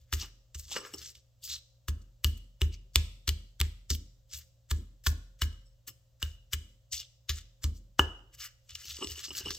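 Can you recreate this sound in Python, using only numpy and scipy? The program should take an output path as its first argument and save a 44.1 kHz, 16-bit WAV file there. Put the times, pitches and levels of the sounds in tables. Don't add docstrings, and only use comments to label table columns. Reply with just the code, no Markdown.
import sys
import numpy as np
from scipy import signal
from scipy.fft import rfft, irfft, next_fast_len
from scipy.io import wavfile
from scipy.ndimage import uniform_filter1d

SR = 44100
rng = np.random.default_rng(int(sys.argv[2]) if len(sys.argv) > 2 else 0)


def master_out(mix):
    frames = np.transpose(np.atleast_2d(mix))
    ceiling = np.clip(frames, -1, 1)
    pcm = np.round(ceiling * 32767).astype(np.int16)
    wavfile.write(sys.argv[1], SR, pcm)


def ratio_of_db(decibels):
    return 10 ** (np.asarray(decibels, float) / 20)


N = 422478

# (time [s], crack peak [dB], counter thump [dB], pestle ring [dB], dull clunk [dB])
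BLOWS = [(0.1267, -22.5, -27.5, -29, -35), (0.5497, -36, -38.5, -40.5, -72),
         (1.8834, -25.5, -26.5, -33, -35.5), (2.2448, -6.5, -21.5, -17, -29.5),
         (2.6166, -13.5, -20.5, -21.5, -45), (2.9578, 2, -21.5, -25.5, -27.5),
         (3.2785, -15, -24.5, -30, -39), (3.2909, -8, -28, -25.5, -45), (3.6024, -11.5, -23, -68.5, -58),
         (3.6131, -8, -23.5, -27, -31.5), (3.9031, -16, -26, -28.5, -58), (4.7121, -19.5, -24, -32, -30.5),
         (5.0681, -11, -22, -36.5, -27), (5.4189, -10.5, -24.5, -19, -26.5),
         (6.2273, -13, -30.5, -20.5, -37.5), (6.5327, -15, -31.5, -22.5, -43),
         (6.9314, -29, -48.5, -61.5, -83.5), (7.2938, -13.5, -30, -26, -41), (7.6408, -15, -24, -35, -42.5),
         (7.9937, -15, -26, -5.5, -9.5)]
# (time [s], crack peak [dB], dull clunk [dB])
TOUCHES = [
    (2.6125, -28.5, -45.5),
    (5.0645, -24.5, -27.5),
    (5.0703, -11.5, -26),
    (6.2215, -34, -37.5),
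    (6.2285, -24.5, -42.5),
    (0.7665, -24.5, -27.5),
    (4.7145, -15, -34.5),
    (9.5055, -34, -37),
]
# (time [s], crush peak [dB], build-up [s], crushing time [s])
CRUSHES = [(0.1275, -8.5, 0.0021, 0.013), (0.547, -15, 0.0012, 0.0095), (1.884, -10.5, 0.0022, 0.0095),
           (2.2418, -15.5, 0.0028, 0.025), (2.616, -15, 0.004, 0.02), (2.965, -12.5, 0.0088, 0.011),
           (3.276, -6, 0.0011, 0.015), (3.286, -17.5, 0.006, 0.0048), (3.6022, -5, 0.0023, 0.003),
           (3.615, -20, 0.0015, 0.029), (3.904, -1, 0.0026, 0.011), (4.706, -21.5, 0.0032, 0.038),
           (4.71, -12.5, 0.0054, 0.0058), (5.0402, -29, 0.0016, 0.018), (5.066, -8, 0.004, 0.021),
           (5.3918, -34.5, 0.003, 0.019), (5.417, -9, 0.003, 0.017), (6.2015, -35.5, 0.0024, 0.018),
           (6.221, -17.5, 0.0035, 0.041), (6.5364, -6.5, 0.0052, 0.0062), (6.9306, -32.5, 0.0032, 0.018),
           (7.295, -1.5, 0.0033, 0.014), (7.6212, -34, 0.0026, 0.043), (7.6376, -11, 0.0045, 0.015),
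           (7.99, -8.5, 0.0023, 0.02)]
# (time [s], crack peak [dB])
TICKS = [(0.597, -28.5), (0.642, -46), (0.714, -38), (0.981, -38), (0.985, -38), (1.016, -27), (1.033, -32),
         (1.048, -38), (1.06, -39), (1.077, -43), (1.0936, -34), (1.104, -42.5), (1.1523, -38),
         (1.438, -34), (1.451, -41), (1.476, -33), (1.5, -27.5), (1.563, -31.5), (3.9495, -23.5),
         (4.313, -38), (4.335, -24), (4.388, -30.5), (5.528, -44.5), (6.9512, -54.5), (6.97, -37),
         (6.999, -45), (7.38, -35.5), (8.707, -31), (8.8556, -33), (8.909, -33), (8.9464, -40.5),
         (9.071, -26), (9.119, -35), (9.177, -37), (9.192, -25.5), (9.2406, -25), (9.2555, -33),
         (9.369, -27.5), (9.381, -28), (9.519, -31), (9.5496, -23)]
# (time [s], crack peak [dB], pestle ring [dB], bowl knock [dB])
CLACKS = [(0.136, -17, -29, -45), (0.762, -31, -23, -38), (0.85, -47, -42, -50), (0.938, -33, -32, -46),
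          (5.879, -41.5, -54, -63), (7.9931, -33, -45, -21), (8.403, -33, -51, -92),
          (8.6941, -36.5, -41.5, -85), (8.753, -21.5, -34, -78), (8.968, -36, -35.5, -69),
          (9.0319, -31, -27, -46), (9.0442, -24, -26, -44), (9.2818, -50, -35.5, -53.5),
          (9.3058, -43, -27.5, -47.5), (9.3508, -23.5, -32, -69), (9.4586, -65, -24.5, -43.5),
          (9.468, -51, -38, -38), (9.5053, -15, -60, -42)]
LOOSE_DB = [-28.5, -40, -26, -26, -29.5, -31, -28, -29, -31.5, -29, -23, -25, -27, -28.5, -38, -24, -45,
            -31, -23, -29.5]
# (time [s], peak [dB], pitch [Hz])
KNOCKS = [(0.716, -41.5, 760), (0.7639, -29, 495), (.778, -37, 520), (0.852, -46, 480), (.944, -38.5, 346),
          (8.851, -57, 329), (8.988, -44, 358), (9.014, -36.5, 320), (9.022, -37.5, 348),
          (9.0445, -34, 308), (9.178, -51, 410), (9.308, -45, 365), (9.407, -46, 378), (9.4574, -36.5, 400),
          (9.47, -39, 415), (2.6157, -31.5, 375), (5.128, -49, 625)]

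# (peak time [s], rise [ms], fall [ms], crunch [dB], coarse grit against crunch [dB])
DRAGS = [(0.001, 9, 73.5, -69, -12), (0.15, 8, 41, -56.5, 0.5), (0.234, 94.5, 50, -43.5, -7),
         (0.599, 32, 25, -49, -35), (0.65, 94.5, 65, -55, -10), (0.734, 53, 82.5, -36.5, -13.5),
         (0.77, 44.5, 31, -37.5, 2.5), (0.861, 64, 102, -52.5, 2), (0.938, 10.5, 35.5, -54, -22.5),
         (0.99, 30, 76.5, -45.5, -5), (1.057, 102, 64, -41, -12), (1.153, 14, 71.5, -57.5, -15),
         (1.445, 23, 95.5, -46.5, -34), (1.529, 70, 57, -38.5, -11.5), (2.019, 8, 18, -67, -12),
         (2.375, 6.5, 16, -59, -12), (2.737, 21, 22.5, -48.5, -20.5), (2.979, 12.5, 117, -52, -11),
         (3.93, 13, 49, -44, -27), (3.954, 45, 46.5, -54, -14), (4.344, 38, 84, -40, -8.5),
         (5.879, 8.5, 28.5, -40.5, -4), (6.93, 13.5, 71.5, -33.5, -29), (6.996, 56, 47, -41, -20.5),
         (7.375, 55.5, 47, -46.5, -7.5), (7.765, 27.5, 29, -54.5, -31.5)]
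# (peak time [s], rise [ms], fall [ms], crunch [dB], coarse grit against crunch [dB])
GRINDS = [(8.348, 25.5, 15.5, -53, -6.5), (8.401, 20, 60, -45.5, -16), (8.435, 51, 58, -40.5, -1),
          (8.705, 24.5, 119, -56, -8), (8.82, 134, 106, -50.5, -9.5), (8.907, 121, 67, -43.5, -11.5),
          (8.98, 100, 120, -47, -6.5), (9.117, 134, 50, -47.5, -14.5), (9.186, 54, 106, -43, -10.5),
          (9.249, 85, 60, -41.5, -11), (9.383, 70, 43, -34.5, -10.5), (9.47, 43, 106, -42.5, -9),
          (9.544, 103, 44, -40.5, -22)]
# (peak time [s], rise [ms], fall [ms], pestle ring [dB], bowl rumble [dB])
RUBS = [(.236, 35.5, 26, -41, -46), (.76, 64, 81, -45, -42), (.86, 37, 51, -60, -51.5),
        (.94, 3, 37, -55, -53), (1.53, 94, 48, -62, -71.5), (5.885, 16, 41, -51.5, -59),
        (7.0, 62, 45, -46.5, -91), (7.65, 36.5, 62, -76, -52.5), (8.345, 21, 24, -57.5, -77),
        (8.432, 50, 55, -45.5, -95), (8.744, 63, 94, -59, -83), (8.85, 62, 50, -51, -72.5),
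        (9.02, 42, 44, -42, -41.5), (9.12, 38, 27, -45.5, -68), (9.18, 50, 35, -43.5, -57),
        (9.315, 15, 4, -35, -44), (9.4, 41, 50, -41.5, -53.5), (9.47, 27, 35, -34.5, -48),
        (9.575, 12, 33.5, -56.5, -74)]
# (peak time [s], rise [ms], fall [ms], level [dB])
SQUEAKS = [(.775, 10, 64, -46.5), (.87, 40, 52, -54), (.941, 7, 9.5, -38.5), (5.66, 9, 59, -70),
           (5.71, 8.5, 31.5, -71.5), (5.89, 18.5, 17, -45), (8.87, 30, 40.5, -57), (9.0, 10, 41.5, -53),
           (9.04, 17, 27.5, -43), (9.285, 12, 22, -50), (9.312, 2.5, 26, -54), (9.38, 30, 40, -52),
           (9.465, 9, 40, -68), (9.52, 24, 39.5, -59.5)]
# (peak time [s], rise [ms], fall [ms], level [dB])
SWAYS = [(0.001, 13, 57, -57.5), (.66, 52, 99, -61.5), (.95, 82, 242, -60), (1.45, 33, 189, -59),
         (4.345, 25.5, 60, -51.5), (5.89, 31.5, 56.5, -57), (8.37, 32, 49.5, -56.5), (8.72, 31, 33, -54.5),
         (8.91, 99, 42, -55.5), (9.08, 64, 91, -51), (9.3, 85, 156, -59), (9.47, 107, 53, -48)]

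# (start [s], big grains [dB], fine powder [dB])
GRAIN = [(0, 4, 4), (.2, 0.5, -2.5), (.53, -5, 3.5), (.68, 3, -4), (.8, 3, -3.5), (.92, 2, 7),
         (.97, -5, -8), (1.13, 3.5, -4), (1.4, 0, 7.5), (1.5, -0.5, -3.5), (1.85, 1, 4.5), (2.2, 0, 6.5),
         (2.58, 6, 0), (2.7, 6, -3), (2.92, 0.5, 0.5), (3.25, 1, 2), (3.57, 0, 3), (3.87, -1.5, 3.5),
         (4.3, -4.5, -1), (4.67, -2.5, 2.5), (5.02, 1.5, 3.5), (5.37, 1, 1.5), (5.6, -5.5, 13),
         (6.18, -1.5, 0), (6.5, 5, 7), (6.88, -1.5, -2), (6.97, 4.5, -8), (7.26, 0.5, 1), (7.34, 2, -3),
         (7.6, -2, -0.5), (7.96, 0, -1.5), (8.32, 1.5, -1), (8.66, 3, -5), (8.8, 3.5, 0.5), (8.94, 3, -5),
         (9.06, 3.5, -1), (9.16, 1.5, -6.5), (9.23, -0.5, -2.5), (9.33, 1.5, -0.5), (9.44, -3.5, -6.5),
         (9.52, -8, -7.5)]
# (start [s], centre [Hz], boost [dB])
BAND_LIFTS = [(0.12, 5660, 2.5), (0.69, 1090, 15), (0.75, 7940, 4), (0.8, 1100, 10), (0.97, 1260, 4),
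              (1.03, 1880, 5), (1.42, 4800, 8), (1.49, 3940, 11.5), (1.87, 1090, 5), (2.23, 1400, -0.5),
              (2.6, 2140, -0.5), (2.71, 2310, 16), (2.94, 3300, 2.5), (3.27, 4600, 9), (3.285, 6100, 3),
              (3.59, 1450, 12), (3.608, 1905, 12.5), (3.89, 3130, 6.5), (4.69, 2025, 3.5), (5.05, 1730, 5),
              (5.4, 2214, 5.5), (5.86, 1098, 13), (6.21, 1522, 8), (6.52, 7970, 5.5), (6.91, 1934, 14.5),
              (6.97, 3550, 7), (7.28, 3820, 6), (7.34, 4550, 3), (8.68, 1273, 4), (8.87, 2080, 1),
              (8.94, 1810, 2), (9.06, 1880, 10), (9.15, 1110, 6), (9.33, 1610, 4.5), (9.4, 1590, 13)]
# (start [s], centre [Hz], change [dB])
BAND_DIPS = [(0.8, 1900, -12), (1.03, 1100, -11), (2.599, 4480, -19), (3.27, 2140, -10), (3.285, 1100, -13),
             (3.608, 1095, -13), (6.52, 4340, -9), (6.91, 1100, -13.5), (7.28, 8030, -22), (7.34, 1100, -11),
             (8.68, 8000, -5), (8.87, 1100, -14), (9.06, 2940, 2.5), (9.4, 6990, -4)]

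# (frequency [Hz], density [dB per Hz])
SALT = [(1290, -40), (2200, -18), (2910, -0.5), (4470, -1.5), (5110, 1), (7920, -2.5), (9380, -20.5),
        (12200, -8), (15200, -7), (16100, -18.5), (16500, -38)]
# (frequency [Hz], density [dB per Hz])
COARSE = [(500, -27), (950, -28.5), (1200, -0.5), (2000, 5), (2800, -7.5), (5000, -34)]
# (frequency [Hz], density [dB per Hz])
CRACK = [(1290, -28.5), (2200, -11), (3430, -3), (6940, -17), (8020, -12.5), (9430, -27.5), (11000, -22),
         (12800, -16), (14700, -20), (16800, -37.5)]
# (frequency [Hz], density [dB per Hz])
CLUNK = [(600, -18), (900, -11), (1300, -2.5), (1750, -3.5), (2400, -25.5), (5000, -34)]
# (frequency [Hz], density [dB per Hz])
RATTLE = [(70, -20), (130, -9), (200, 8.5), (300, 2.5), (480, -10.5), (900, -36)]
# (frequency [Hz], level [dB], time to fade 60 dB [s])
PESTLE = [(2923, 1.5, 0.032), (2980, -1, 0.012), (2880, -9.5, 0.024), (2925, -30.5, 0.52)]
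# (frequency [Hz], level [dB], time to fade 60 dB [s])
OVERTONES = [(5310, -1, .024), (5750, -9, .02), (7940, -5, .03)]
# (frequency [Hz], level [dB], time to fade 60 dB [s])
BOWL = [(307, 8, 0.017), (397, -3, 0.05), (520, -7.5, 0.014), (274, -19, 0.14)]
# (frequency [Hz], level [dB], time to fade 60 dB [s])
RIM = [(830, -4, 0.012), (1053.5, -1.5, 0.031), (1204, -3, 0.038), (1336, -6.5, 0.044), (1700, -9.5, 0.25)]
# (frequency [Hz], level [dB], time to fade 60 dB [s])
TOWEL = [(80.6, -6.5, 0.082), (44.4, -17.5, 0.71), (114.4, -10.5, 0.16)]
# (frequency [Hz], level [dB], time to fade 60 dB [s])
COUNTER = [(75.2, 2, 0.23), (36.44, -12.5, 0.032), (99.64, -13, 0.53), (170, -18, 0.97), (134.4, -9, 0.19)]

# (frequency [Hz], side against mid [dB])
PORTS = [(60, -24), (110, -15), (200, -15), (380, -16), (700, -12), (1290, -11), (2380, -12), (3300, -11),
         (4600, -1.5), (8120, 0), (15000, 0.5)]
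# (frequency [Hz], phase of side against mid [rad])
TURN = [(1000, 1.53), (8000, 1.4), (13000, 1.05)]
# (frequency [Hz], echo level [dB])
KITCHEN = [(100, -13.5), (400, 4.5), (1500, -2), (4000, 1.5), (8000, 2), (16000, -8.5)]
# (frequency [Hz], rms level [dB])
HUM = [(59.2, -71), (118.4, -68), (532.9, -85.5)]
# (frequency [Hz], density [dB per Hz])
AIR = [(15, -34), (25, -1.5), (124, -6.5), (146, -16.5), (172, -24.5), (259, -26), (445, -35), (524, -16.5),
       (809, -33.5), (2330, -40), (2900, -33.5), (7710, -34), (9330, -51.5), (14800, -36), (16500, -49.5)]

AIR_DB = -70
KNOCK_UNDER_THUMP_DB = -18
TICK_RING_DB, TICK_KNOCK_DB, TICK_OVERTONE_DB, TICK_PUFF_DB = -43.5, -43, -19, -24
CLACK_OVERTONE_DB, CLACK_PUFF_DB = -15, -19
SQUEAL_UNDER_CRUNCH_DB, SQUEAL_UNDER_RING_DB = -25, -22.5
SWELL_CURVE = 1.44
RUB_DAMPING = 0.59
BIG_UNDER_HZ, FINE_OVER_HZ = 4148, 8750
BAND_WIDTH, STROKE_S = 0.14, 0.12
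KNOCK_CYCLES = 8.2


def mortar():
    salt, crack, clunk, pestle, bowl, rim, counter, rattle, glance = hit_forces()
    crunch, coarse, scrape, rumble, squeal = drag_forces()
    snaps, bumps = crystals(), grains(830, 3.2)

    grit = colour((salt + ratio_of_db(-1.5) * crunch) * snaps, SALT) + colour(clunk, CLUNK)
    grit += colour((ratio_of_db(-5.0) * coarse + ratio_of_db(-8.0) * salt) * snaps, COARSE)
    grit = grain_size(grit + ratio_of_db(-5.0) * colour(crack, CRACK))
    grit = tint_bands(tint_bands(grit, BAND_LIFTS), BAND_DIPS)

    pressed = [(hz, db, RUB_DAMPING * t60) for hz, db, t60 in PESTLE]
    stone = ring(ratio_of_db(1.0) * pestle, PESTLE) + ring(ratio_of_db(-16.0) * scrape * bumps, pressed)
    stone = cut(stone, 2600, "high")
    slide = ratio_of_db(-21.5) * squeal * grains(990, 2.6)
    squeak = ring(glance + ratio_of_db(-20.5) * pestle + slide, OVERTONES)

    hollow = ring(ratio_of_db(2.0) * bowl + ratio_of_db(-26.0) * rumble * bumps, BOWL, patchy_db=4.0)
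    hollow = cut(hollow, 170, "high")
    edge = ring(rim, RIM) + ring(ratio_of_db(-8.0) * bowl + ratio_of_db(-29.5) * rumble * bumps, RIM[:-1])
    return grit + stone + squeak + hollow + edge + knocks(), counter_thump(counter, rattle)


def hit_forces():
    salt, crack, clunk, pestle, bowl, rim, counter, rattle, glance = np.zeros((9, N))
    t = np.arange(int(.3 * SR)) / SR
    short = t[:256]
    snap = rng.standard_normal((len(BLOWS) + len(TICKS) + len(CLACKS), 2, 256))
    snap *= np.exp(-short / .0006) * (1 - np.exp(-short / .0002))
    snap = 3.15 * irfft(np.exp(1j * np.angle(rfft(snap)))) * np.exp(-(short / .003) ** 2)
    tap = np.hanning(9)[1:-1] / 4
    push = np.sin(np.pi * np.clip(t / 0.0073, 0, 1)) ** 2
    shake = np.minimum(t / 0.0059, 1) * np.exp(-t / 0.069)
    puff = np.minimum(t / 0.00033, 1) * np.exp(-t / 0.0059)

    for k, (s, db, thump_db, ring_db, clunk_db) in enumerate(BLOWS):
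        add(crack, s, ratio_of_db(db) * snap[k, 0])
        add(clunk, s, ratio_of_db(clunk_db + 6.5) * snap[k, 1])
        add(pestle, s + .0005, ratio_of_db(ring_db) * tap)
        add(bowl, s + 0.0014, ratio_of_db(thump_db + KNOCK_UNDER_THUMP_DB) * tap)
        add(rim, s + 0.0006, ratio_of_db(clunk_db - 15.5) * tap)
        if k and s - BLOWS[k - 1][0] < .02:
            continue
        add(counter, s - .003, ratio_of_db(thump_db) * push / push.sum())
        add(rattle, s, ratio_of_db(thump_db + LOOSE_DB[k]) * shake)

    for k, (s, db, clunk_db) in enumerate(TOUCHES):
        add(crack, s, ratio_of_db(db) * snap[-1 - 2 * k, 1])
        add(clunk, s, ratio_of_db(clunk_db + 3.5) * snap[-2 - 2 * k, 1])

    after = t - .03
    for s, db, rise_s, crush_s in CRUSHES:
        fade = np.where(after < 0, after / max(rise_s, .0005), -after / max(crush_s, .002))
        add(salt, s - .03, ratio_of_db(db - 27.0) * np.exp(fade))

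    for k, (s, db, ring_db, knock_db, over_db, puff_db) in enumerate(light_contacts()):
        add(glance, s, ratio_of_db(over_db + 8.0) * tap)
        add(crack, s + .001, ratio_of_db(db + 4) * snap[len(BLOWS) + k, 0] * np.exp(-short / .0005))
        add(pestle, s, ratio_of_db(ring_db - 2.0) * tap)
        add(bowl, s, ratio_of_db(knock_db + 1.5) * tap)
        add(salt, s - .002, ratio_of_db(puff_db) * puff)
    return salt, crack, clunk, pestle, bowl, rim, counter, rattle, glance


def light_contacts():
    ticks = [(s, db, db + TICK_RING_DB, db + TICK_KNOCK_DB, db + TICK_OVERTONE_DB, db + TICK_PUFF_DB)
             for s, db in TICKS]
    clacks = [(s, db, ring_db, knock_db, ring_db + CLACK_OVERTONE_DB, db + CLACK_PUFF_DB)
              for s, db, ring_db, knock_db in CLACKS]
    return sorted(ticks + clacks)


def drag_forces():
    crunch, coarse = strokes([(s, rise, fall, db, db + rel) for s, rise, fall, db, rel in DRAGS + GRINDS])
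    scrape, rumble = strokes(RUBS)
    squeal = ratio_of_db(SQUEAL_UNDER_CRUNCH_DB) * crunch + ratio_of_db(SQUEAL_UNDER_RING_DB) * scrape
    squeal = squeal + strokes(SQUEAKS)[0]
    press = ratio_of_db(2.2 * walk(86))
    slips = ratio_of_db(4 * walk(60))
    return press * crunch, press * coarse, slips * scrape, slips * rumble, slips * squeal


def strokes(rows):
    out = np.zeros((len(rows[0]) - 3, N))
    ms = np.arange(N) / SR * 1000
    for s, rise_ms, fall_ms, *dbs in rows:
        i, j = max(int((s - .003 * rise_ms) * SR), 0), int((s + .003 * fall_ms) * SR)
        late = ms[i:j] - s * 1000
        away = np.where(late < 0, -late / rise_ms, late / fall_ms)
        swell = ratio_of_db(dbs)[:, None] * ratio_of_db(-20 * away ** SWELL_CURVE)
        out[:, i:j] = np.maximum(out[:, i:j], swell)
    return out


def crystals(edges_hz=(600, 2500, 4200, 6500, 9500, 17000), patchy_db=3.5):
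    out = 0
    for lo, hi in zip(edges_hz[:-1], edges_hz[1:]):
        snaps = 0.63 * grains(1500, 2.6) + 0.21 * rng.standard_normal(N)
        out = out + ratio_of_db(patchy_db * walk(30)) * cut(snaps, [lo, hi], "band")
    return out


def grains(per_s, scatter_db):
    size = ratio_of_db(scatter_db * np.minimum(rng.exponential(size=N), 2.5))
    x = (rng.random(N) < per_s / SR) * np.clip(rng.standard_normal(N), -2, 2) * size
    return x / np.sqrt(np.mean(x ** 2))


def grain_size(x):
    rows = np.array(GRAIN)
    now = np.searchsorted(rows[:, 0], np.arange(N) / SR, side="right") - 1
    big, fine = (uniform_filter1d(ratio_of_db(rows[:, k])[now], size=400) - 1 for k in (1, 2))
    low = signal.sosfiltfilt(signal.butter(2, BIG_UNDER_HZ, "low", fs=SR, output="sos"), x)
    high = signal.sosfiltfilt(signal.butter(2, FINE_OVER_HZ, "high", fs=SR, output="sos"), x)
    return x + big * low + fine * high


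def tint_bands(x, table):
    out = x.copy()
    ends = [row[0] for row in table[1:]] + [N / SR]
    for (s, hz, db), until in zip(table, ends):
        i, j = int(s * SR), min(int(min(until, s + STROKE_S) * SR), N)
        b, a = signal.iirpeak(hz, 1 / BAND_WIDTH, fs=SR)
        band = signal.filtfilt(b, a, x[i:j])
        out[i:j] += (ratio_of_db(db) - 1) * band * signal.windows.tukey(j - i, .1)
    return out


def ring(x, modes, patchy_db=0):
    out = 0
    for k, (hz, db, t60) in enumerate(modes):
        pole = np.exp(2j * np.pi * hz / SR - np.log(1000) / (t60 * SR))
        fed = x * ratio_of_db(patchy_db * walk(16)) if patchy_db else x
        tone = signal.lfilter([0, pole.imag], [1, -2 * pole.real, abs(pole) ** 2], fed)
        out = out + (-1) ** k * ratio_of_db(db) * tone
    return out


def knocks():
    out, t = np.zeros(N), np.arange(int(.08 * SR)) / SR
    for s, db, hz in KNOCKS:
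        fade = np.minimum(t * hz, 1) * np.exp(-np.log(1000) * t * hz / KNOCK_CYCLES)
        add(out, s, ratio_of_db(db + 7.5) * np.sin(2 * np.pi * hz * t) * fade)
    return out


def counter_thump(counter, rattle):
    sway = ratio_of_db(-65.0) * strokes(SWAYS)[0] * cut(rng.standard_normal(N), 58, "high")
    loose = colour(rattle * ratio_of_db(2.5 * walk(25)) * rng.standard_normal(N), RATTLE)
    return ring(ring(ratio_of_db(-38.0) * counter + sway, TOWEL), COUNTER) + loose


def ports(x):
    size = next_fast_len(N)
    hz = np.fft.rfftfreq(size, 1 / SR)
    side = rfft(x, size) * ratio_of_db(along(PORTS, hz))
    turn = along(TURN, hz)
    lean = irfft(side * np.cos(turn), size)[:N]
    lead = irfft(side * 1j * np.sin(turn), size)[:N]
    side = lean + lead * np.tanh(3.2 * walk(7.6) + 0.37)
    return np.array([x + side, x - side])


def kitchen(x, t60_s=0.51, early_db=-14, late_db=-17):
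    t = np.arange(int(.9 * SR)) / SR
    early = np.exp(-t / 0.0037)
    late = np.exp(-np.log(1000) * t / t60_s) * np.minimum(t / 0.0021, 1)
    shape = ratio_of_db(early_db) * early / np.linalg.norm(early) + ratio_of_db(late_db) * late / np.linalg.norm(late)
    shared, own = rng.standard_normal(len(t)), rng.standard_normal((2, len(t)))
    own = own + cut(shared - own, 900, "low")
    echoes = [colour(shape * (0.21 * shared + 0.96 * o), KITCHEN) for o in own]
    return np.array([signal.oaconvolve(x, echo)[:N] for echo in echoes])


def fridge():
    t = np.arange(N) / SR
    hum = 0
    for hz, db in HUM:
        level = np.sqrt(2) * ratio_of_db(db + 1.0 * walk(7.2))
        hum = hum + level * np.sin(2 * np.pi * hz * t + 0.43 * walk(3.0))
    mid, side = (colour(rng.standard_normal(N), AIR, size=8192) for _ in range(2))
    return hum + ratio_of_db(AIR_DB) * np.array([mid + .5 * side, mid - .5 * side])


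def along(table, hz):
    points = np.array(table)
    return np.interp(np.log(hz + 1), np.log(points[:, 0]), points[:, 1])


def colour(x, table, size=2048):
    cep = irfft(np.log(ratio_of_db(along(table, np.fft.rfftfreq(size, 1 / SR)))))
    cep[1:size // 2] *= 2
    cep[size // 2 + 1:] = 0
    h = irfft(np.exp(rfft(cep)))
    return signal.oaconvolve(x, h / np.sqrt(np.sum(h ** 2)))[:len(x)]


def cut(x, hz, kind):
    return signal.sosfilt(signal.butter(2, hz, kind, fs=SR, output="sos"), x)


def walk(rate):
    k = int(SR / rate)
    return 1.01 * uniform_filter1d(np.repeat(rng.standard_normal(N // k + 1), k), k)[:N]


def add(out, s, piece):
    i = max(int(s * SR), 0)
    out[i:i + len(piece)] += piece[:N - i]


def scene():
    air, thump = mortar()
    return ports(air + thump) + kitchen(air) + fridge()


def band_limit(x):
    return signal.sosfilt(signal.butter(12, 16980, fs=SR, output="sos"), x)


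def record(dry):
    heard = cut(dry, 28, "high")
    rounded = 2 * np.tanh(heard / 2)
    mix = signal.sosfilt(signal.ellip(8, .2, 60, 16700, fs=SR, output="sos"), rounded)
    return band_limit(mix)


dry = scene()
out = record(dry)
master_out(out)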